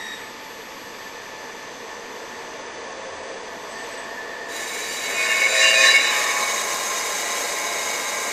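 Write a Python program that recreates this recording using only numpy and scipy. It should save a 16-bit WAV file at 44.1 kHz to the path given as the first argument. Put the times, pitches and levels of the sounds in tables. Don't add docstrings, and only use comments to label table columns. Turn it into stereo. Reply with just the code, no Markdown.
import sys
import numpy as np
from scipy import signal
from scipy.fft import rfft, irfft
from scipy.io import wavfile

SR = 44100
rng = np.random.default_rng(int(sys.argv[2]) if len(sys.argv) > 2 else 0)


def unload_wav(signal):
    wavfile.write(
        sys.argv[1],
        SR,
        np.round(np.clip(np.atleast_2d(signal).T, -1, 1) * 32767).astype(np.int16),
    )


N = 366912
TIME = np.arange(N) / SR
FREQ = np.maximum(np.arange(N // 2 + 1) * SR / N, 1)

TEETH = 40
BRAKE_S, ARRIVE_S, TURN_S = .15, 2.85, 3.9
CONTACT_S, BOTTOM_S, FEED_S = 4.48, 5.95, 6.02
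SETTLING_S = (6.45, 6.9)


def undb(db):
    return 10 ** (np.asarray(db) / 20)


def fade(start_s, end_s):
    return np.clip((TIME - start_s) / (end_s - start_s), 0, 1)


def swell(centre_s, length_s):
    return .5 ** ((2 * (TIME - centre_s) / length_s) ** 2)


def noise():
    return rng.standard_normal((2, N))


def walk(rate_hz):
    wander = irfft(rfft(noise()) / (1 + (FREQ / rate_hz) ** 4), N)
    return wander / wander.std()


def phase(hz):
    return 2 * np.pi * np.cumsum(hz * np.ones(N)) / SR


def shape(points):
    hz, db = np.transpose(points)
    return undb(np.interp(np.log(FREQ), np.log(hz), db))


def peaks(modes):
    return sum(undb(db) / np.sqrt(width) / (1 + 1j * (FREQ ** 2 - hz ** 2) / (FREQ * width * 1.34)) ** 2
               for hz, width, db in modes)


def dense_modes(spacing_hz, depth_db):
    hz = np.arange(0, SR / 2, spacing_hz)
    return undb(depth_db * np.interp(FREQ, hz, rng.standard_normal(len(hz))))


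def ring(force, response, band_hz=(20, 20000)):
    spectrum = rfft(force) * response
    inside = spectrum[0, (FREQ > band_hz[0]) & (FREQ < band_hz[1])]
    return irfft(spectrum, N) * N / np.sqrt(2 * np.sum(np.abs(inside) ** 2))


def tones(lines, base_hz=1, waver_db=2, waver_hz=9, blur_rad=.16):
    waver, out = walk(waver_hz), 0
    for multiple, db in lines:
        level_drift, phase_drift = np.roll(waver, rng.integers(N), axis=1)
        angle = multiple * phase(base_hz) + 2 * np.pi * rng.random() + blur_rad * phase_drift
        out = out + undb(db + waver_db * level_drift) * np.array([np.sin(angle), np.cos(angle)])
    return np.sqrt(2) * out


def glides(rows, edge_s, waver_db=2, waver_hz=8):
    waver, out = walk(waver_hz), 0
    for start_s, end_s, first_hz, last_hz, db in rows:
        level_drift, phase_drift = np.roll(waver, rng.integers(N), axis=1)
        angle = phase(np.interp(TIME, [start_s, end_s], [first_hz, last_hz])) + .31 * phase_drift
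        ramp_s = min(edge_s, (end_s - start_s) / 4)
        gate = fade(start_s, start_s + ramp_s) * (1 - fade(end_s - ramp_s, end_s))
        out = out + gate * undb(db + waver_db * level_drift) * np.array([np.sin(angle), np.cos(angle)])
    return np.sqrt(2) * out


def workshop_echo(sound, t60_s, wet_db):
    tail = noise()[:, :SR] * undb(-60 * TIME[:SR] / t60_s)
    tail = tail / np.sqrt(np.sum(tail[0] ** 2))
    wet = undb(wet_db)
    return (sound + wet * signal.fftconvolve(sound, tail, axes=1)[:, :N]) / np.hypot(1, wet)


def stereo(sound, side_db, direct_share, swings_per_octave=2.6):
    # frequency in Hz, relative side level in dB.
    width = [(40, -24), (110, -21.5), (200, -16), (370, -10.5), (680, -7.5), (1240, -2.5), (2270, -1),
             (4160, -.5), (7630, -.3), (14000, 0)]
    mid, diffuse = rfft(sound)
    swing = np.tanh(4 * np.sin(2 * np.pi * np.log2(FREQ / 1000) * swings_per_octave))
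    side = np.sqrt(direct_share) * 1j * swing * mid + np.sqrt(1 - direct_share) * diffuse
    side = side * shape(width) * undb(side_db)
    return irfft(np.array([mid + side, mid - side]), N)


def workshop_rumble():
    # frequency in Hz, relative level in dB.
    spectrum = [(15, -32), (28, -25), (60, -21), (100, -12), (160, -12), (210, -2), (270, 0), (340, -2.5),
                (500, -40), (1000, -29), (3000, -80)]
    return ring(noise(), shape(spectrum)) * undb(-49.5)


def spindle():
    # time in seconds, shaft speed in Hz.
    speed = [(4.48, 116.3), (5.9, 115), (6.05, 113.9), (6.2, 112.8), (6.45, 111.7), (6.6, 110.3),
             (6.85, 108.4), (7.1, 108.1), (7.55, 107.05), (8.3, 106.85)]
    return np.interp(TIME, *np.transpose(speed))


def free_running(shaft_hz):
    # frequency in Hz, relative level in dB.
    rush_spectrum = [(180, -36), (300, -13), (455, -0.5), (588, -5), (669, -4.5), (824, -9.5), (943, -3),
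                     (1340, -17.5), (1500, -12), (1950, -10), (3300, -120)]
    hiss_spectrum = [(700, -14), (1200, -3), (1400, -11.5), (1950, -5), (2500, -6.5), (3150, -10.5),
                     (3500, -8.5), (4000, -12), (4800, -9), (5400, -15.5), (6200, -12), (6750, -15.5),
                     (7300, -17), (8700, -28), (10300, -33), (11500, -59), (14300, -80)]
    # frequency in Hz, width in Hz, relative power in dB.
    guard_modes = [(462.4, 58, 1), (962, 24, -7.5), (1101, 35, -1.5), (5960, 200, -18)]
    # multiple of shaft speed, level in dB.
    gear_lines = [(7.5, -49), (15, -51.5), (30, -60.5)]
    far = 1 - fade(BRAKE_S, ARRIVE_S)
    turn_db = 2.5 * swell(TURN_S, .27)
    side_on = fade(TURN_S, 4.14)
    rush = ring(noise(), shape(rush_spectrum), (250, 700))
    hiss = ring(noise(), shape(hiss_spectrum) * dense_modes(spacing_hz=90, depth_db=1.3), (3000, 8000))
    hiss *= undb(-45 + turn_db)
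    guard = ring(noise(), peaks(guard_modes))
    air = (rush * undb(-2) + guard * undb(-6.5)) * undb(-38 - 6 * far)
    housing = ring(noise(), peaks([(1754, 45, 0), (1805, 58, -2)]))
    housing *= undb(-47 + 9 * side_on + turn_db) * (1 - fade(5.0, 6.3))
    edge_whistle = ring(noise(), peaks([(6156, 110, 0)])) * undb(-53) * fade(.34, 1.2) * (1 - side_on)
    whine = tones(gear_lines, shaft_hz, waver_db=1.5) * (1 - fade(FEED_S, SETTLING_S[0]))
    return air + hiss + housing + edge_whistle + whine


def swivel():
    # frequency at full speed in Hz, relative level in dB.
    lines = [(888, -46.5), (1782, -41), (1887, -42.5), (3774, -40.5), (5658, -50), (7530, -58), (9430, -62)]
    speed = 1 - fade(BRAKE_S, BRAKE_S + .15) ** 1.5
    gain = speed * undb(.5 - 9 * fade(BRAKE_S, BRAKE_S + .02))
    whine = tones(lines, speed, waver_db=2.5, waver_hz=70, blur_rad=.5) * gain
    casing_db = -41.5 - 54 * np.maximum(TIME - BRAKE_S, 0)
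    casing = ring(noise(), peaks([(1920, 290, 0)])) * undb(casing_db)
    return workshop_echo(whine, t60_s=.56, wet_db=-8.5) + casing


def servos():
    # frequency in Hz, level in dB.
    drive_lines = [(7833, -67), (8000, -64), (8166, -73), (10826, -77)]
    # start and end in seconds, first and last pitch in Hz, level in dB.
    moves = [ (-.2, .38, 8000, 8000, -53), (-.2, 2.65, 11752, 11752, -63.5), (-.2, 1.2, 11752, 11752, -62),
             (-.2, 2.55, 12252, 12252, -68), (2.05, 2.7, 1385, 1475, -54), (2.2, 3.75, 618, 672, -50),
             (2.8, 3.45, 531, 534, -44), (3.06, 3.28, 90, 82, -58), (3.4, 4.6, 11752, 11752, -63),
             (3.62, 5.3, 668, 688, -47), (3.755, 3.805, 4400, 4750, -46), (.205, .255, 2650, 2050, -46),
             (3.74, 3.86, 1790, 1810, -38), (6.65, 8.5, 8000, 8000, -46.5), ]
    turn_whine = ring(noise(), peaks([(8000, 35, 0)])) * undb(-46.5)
    turn_whine *= fade(3.55, 3.95) * (1 - fade(4.02, 4.08))
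    return turn_whine + tones(drive_lines, waver_hz=3) + glides(moves, edge_s=.14)


def gear_buzz(shaft_hz):
    # multiple of shaft speed, relative level in dB while labouring, and once settled.
    gear_lines = [ (5.25, -52, -48), (5.5, -50, -46), (6, -49, -55), (6.25, -49, -53), (6.5, -55, -45),
                  (7.5, -49.5, -51), (7.75, -58, -56), (8, -55, -52), (9, -46, -56), (9.25, -47, -51),
                  (9.5, -45, -53), (9.75, -47, -46), (10, -40, -47), (11, -48, -52), (11.25, -56, -49),
                  (12.5, -60, -52), (15, -42, -43), (16, -53, -51), (17, -45, -54), (18, -51, -45),
                  (18.25, -55, -50), (19, -51, -47), (20, -43, -46), (21, -56, -47), (22, -54, -50), ]
    # frequency in Hz, width in Hz, boost in dB.
    board_modes = [(667, 14, 7), (847, 32, 12), (1010, 18, 11), (1055, 24, 8), (1237, 22, 7), (2141, 12, 7),
                   (2234, 36, 10)]
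    settled = fade(*SETTLING_S)
    axis_hz = FREQ[::4]
    lift_db = sum(db * .5 ** ((2 * (axis_hz - hz) / width) ** 2) for hz, width, db in board_modes)
    lines = []
    for multiple, labour_db, settled_db in gear_lines:
        load_db = labour_db + (settled_db - labour_db) * settled
        lines.append((multiple, load_db + np.interp(multiple * shaft_hz, axis_hz, lift_db)))
    drone = tones(lines, shaft_hz, waver_db=2.2, waver_hz=5, blur_rad=.22)
    return drone * fade(FEED_S, FEED_S + .1) * undb(1)


def bites(shaft_hz, tooth_depth=.83, turn_depth=.072, grain_db=.5):
    turn = phase(shaft_hz)
    pressure = (1 + tooth_depth * np.cos(TEETH * turn)) * (1 + turn_depth * np.cos(turn))
    return noise() * pressure * undb(grain_db * walk(1600)[0])


def cut_db(touch_db, deep_db, fall_db_per_s):
    climb_db = (deep_db - touch_db) * fade(CONTACT_S, BOTTOM_S)
    return touch_db + climb_db - fall_db_per_s * np.maximum(TIME - BOTTOM_S, 0)


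def chips(shaft_hz):
    # frequency in Hz, relative level in dB.
    spectrum = [(1500, -33), (2400, -6), (2630, -9), (2850, 5.5), (2990, 4.5), (3110, -13), (3230, 2),
                (3340, -1), (3510, -16), (3680, 7.5), (4050, -3), (4180, -1), (4310, -0.5), (4500, -0.5),
                (4750, -5.5), (5120, 1.5), (5350, -1), (5550, -1.5), (6100, 3), (6600, 2.5), (7450, 4.5),
                (7880, -3.5), (8200, 1), (8700, -1), (9500, -15), (10100, -3), (11000, -12), (11800, -7),
                (13000, -10.5), (14000, -6.5)]
    # centre and length in seconds, boost in dB.
    spurts = [(6.163, 0.077, 3.5), (7.413, 0.09, 2.5)]
    response = shape(spectrum) * dense_modes(spacing_hz=40, depth_db=3.3)
    hiss = ring(bites(shaft_hz, turn_depth=.1, grain_db=1.8), response, (5000, 9000))
    spurts_db = sum(db * swell(s, length_s) for s, length_s, db in spurts) + .91 * walk(32)[0]
    rest_db = -5 * swell(FEED_S, .15)
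    return hiss * undb(cut_db(-34.5, -27.5, fall_db_per_s=.91) + spurts_db + rest_db - 4.5)


def sheet(shaft_hz):
    # frequency in Hz, relative level in dB.
    spectrum = [(88, -56), (150, -25), (199, -15.5), (302, -15.5), (357, -9), (576, -0.5), (765, -7.5),
                (838, -1.5), (917, -47), (1040, 2.5), (1140, -7), (1800, -3.5), (2180, 1), (2580, -8.5),
                (3300, -39), (4290, -47), (7260, -120)]
    # frequency in Hz, width in Hz, relative power in dB.
    kerf_modes = [(2237, 45, 0), (2510, 60, -6), (2840, 110, -4), (3750, 210, -5), (3920, 35, 2),
                  (4270, 30, -2.5), (4970, 64, 2.5), (5930, 36, 0.5), (6330, 25, 6.5), (6490, 46, 8.5),
                  (7250, 29, 2.5), (7820, 45, -3), (8790, 40, -6), (8840, 35, -11)]
    labour_db = 2 * swell(FEED_S, .6)
    gain = undb(cut_db(-33.5, -30, fall_db_per_s=1.2) + labour_db)
    feeding = fade(BOTTOM_S, FEED_S + .32)
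    roar = ring(bites(shaft_hz, turn_depth=.12), shape(spectrum), (750, 1400))
    roar *= undb(-6) * (.46 + .36 * fade(5.02, 5.06))
    kerf = ring(bites(shaft_hz), peaks(kerf_modes)) * undb(-.5) * feeding
    board = ring(bites(shaft_hz), peaks([(1052, 63, 0)])) * feeding * (1 - fade(6.8, 7.5))
    return (roar + kerf) * gain + board * undb(-40.5)


def disc_ring(shaft_hz, low_width_hz=11, high_width_hz=24):
    # frequency in Hz, relative power in dB.
    low_modes = [(2209, 2), (2326, -4), (2482, -7), (2541, -10), (2794, -6), (2966, -9)]
    high_modes = [(3935, 6), (4624, 0), (4910, -2.5), (5938, -3.5), (6180, -6), (6300, -0.5), (6476, -5.5),
                  (6820, -6), (7154, 1.5), (7630, -1), (8775, -3.5)]
    # frequency in Hz, width in Hz, relative power in dB.
    chatter_modes = [(1107, 38, -10), (1660, 71, -4.5), (1780, 58, 1), (1833, 110, -2.5), (2190, 91, -0.5),
                     (2467, 100, -6), (3743, 240, -3), (5180, 580, -5.5), (6940, 1100, -6.5)]
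    # frequency in Hz, gain in dB.
    gaps = [(2560, 0), (2660, -4), (2780, 0), (3000, 0), (3120, -10), (3240, -3), (3400, -9), (3600, 0),
            (4050, 0), (4150, -5), (4300, 0), (4420, -5), (4600, 0)]
    # centre and length in seconds, low, chatter, high boost in dB.
    grabs = [ (5.33, 0.21, 4.5, 3, 0.5), (5.628, 0.14, 3, 8.5, 6.5), (5.796, 0.073, 0, 3.5, 5),
             (5.872, 0.097, -1, 9.5, 3), (5.958, 0.027, -12, 6.5, -4), ]
    low_db, chatter_db, high_db = sum(np.outer(dbs, swell(s, length_s)) for s, length_s, *dbs in grabs)
    force = bites(shaft_hz, grain_db=1.5)
    low = ring(force, peaks([(hz, low_width_hz, db) for hz, db in low_modes]) * shape(gaps))
    low *= undb(cut_db(-43.5, -23.5, fall_db_per_s=19) + low_db + 1)
    high = ring(force, peaks([(hz, high_width_hz, db) for hz, db in high_modes]))
    high *= undb(cut_db(-43, -30, fall_db_per_s=49) + high_db + 3.5)
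    rough_force = bites(shaft_hz, grain_db=3)
    ragged = dense_modes(spacing_hz=34.98, depth_db=2.5)
    chatter = ring(rough_force, peaks(chatter_modes) * shape(gaps) * ragged)
    chatter *= undb(cut_db(-38, -26, fall_db_per_s=4.8) + chatter_db + .45)
    chatter *= .49 + .68 * fade(5.13, 5.22)
    return (low + high + chatter) * (1 - fade(6.15, 6.77))


def squeals(shaft_hz):
    # start and end in seconds, first and last pitch in Hz, relative level in dB.
    locks = [ (5.08, 5.92, 2539, 2541, -35), (5.1, 5.72, 1488, 1488, -39), (5.15, 5.26, 2481, 2481, -28),
             (5.08, 5.55, 645, 648, -37), (5.4, 5.97, 647, 652, -28.5), (5.33, 6.02, 531, 537, -32.5),
             (5.27, 5.4, 2205, 2208, -23.5), (5.27, 5.36, 2792, 2792, -30.5),
             (5.295, 5.345, 1772, 1772, -22), (5.4, 5.485, 2208, 2211, -17.5),
             (5.41, 5.46, 2792, 2792, -28), (5.5, 5.72, 2482, 2482, -26), (5.52, 5.64, 3935, 3935, -25),
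             (5.59, 5.86, 1766, 1778, -24), (5.6, 5.765, 2792, 2794, -19), (5.62, 5.75, 2966, 2966, -30),
             (5.72, 5.84, 2482, 2484, -19.5), (5.72, 6.04, 1066, 1105, -30.5),
             (5.735, 5.8, 3935, 3935, -22), (5.75, 6.06, 2793, 2796, -26), (5.855, 5.93, 3930, 3938, -18.5),
             (5.875, 5.925, 1775, 1778, -16), (5.93, 5.985, 2205, 2212, -14),
             (5.99, 6.045, 3938, 3938, -24), (6.06, 6.115, 3940, 3940, -25), (6.41, 6.465, 3945, 3945, -31),
             ]
    screech = glides(locks, edge_s=.17, waver_db=1.8, waver_hz=55)
    once_a_turn = 1 + .35 * np.cos(phase(shaft_hz))
    return workshop_echo(screech * once_a_turn, t60_s=.5, wet_db=-11) * undb(-1.5)


def scene():
    shaft_hz = spindle()
    touching = fade(CONTACT_S - .02, CONTACT_S + .084)
    background = workshop_rumble() + free_running(shaft_hz) + swivel() + servos()
    cut = touching * (chips(shaft_hz) + sheet(shaft_hz) + gear_buzz(shaft_hz))
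    machine = stereo(background + cut, side_db=-.5, direct_share=.011) * undb([[-.35], [.35]])
    plunge = touching * (disc_ring(shaft_hz) + squeals(shaft_hz))
    return machine + stereo(plunge, side_db=-1, direct_share=.85)


def record(dry, ceiling=.9, top_hz=14350):
    rounded = dry / (1 + (dry / ceiling) ** 6) ** (1 / 6)
    return signal.sosfilt(signal.ellip(12, .2, 80, top_hz, fs=SR, output="sos"), rounded)


dry = scene()
out = record(dry)
unload_wav(out)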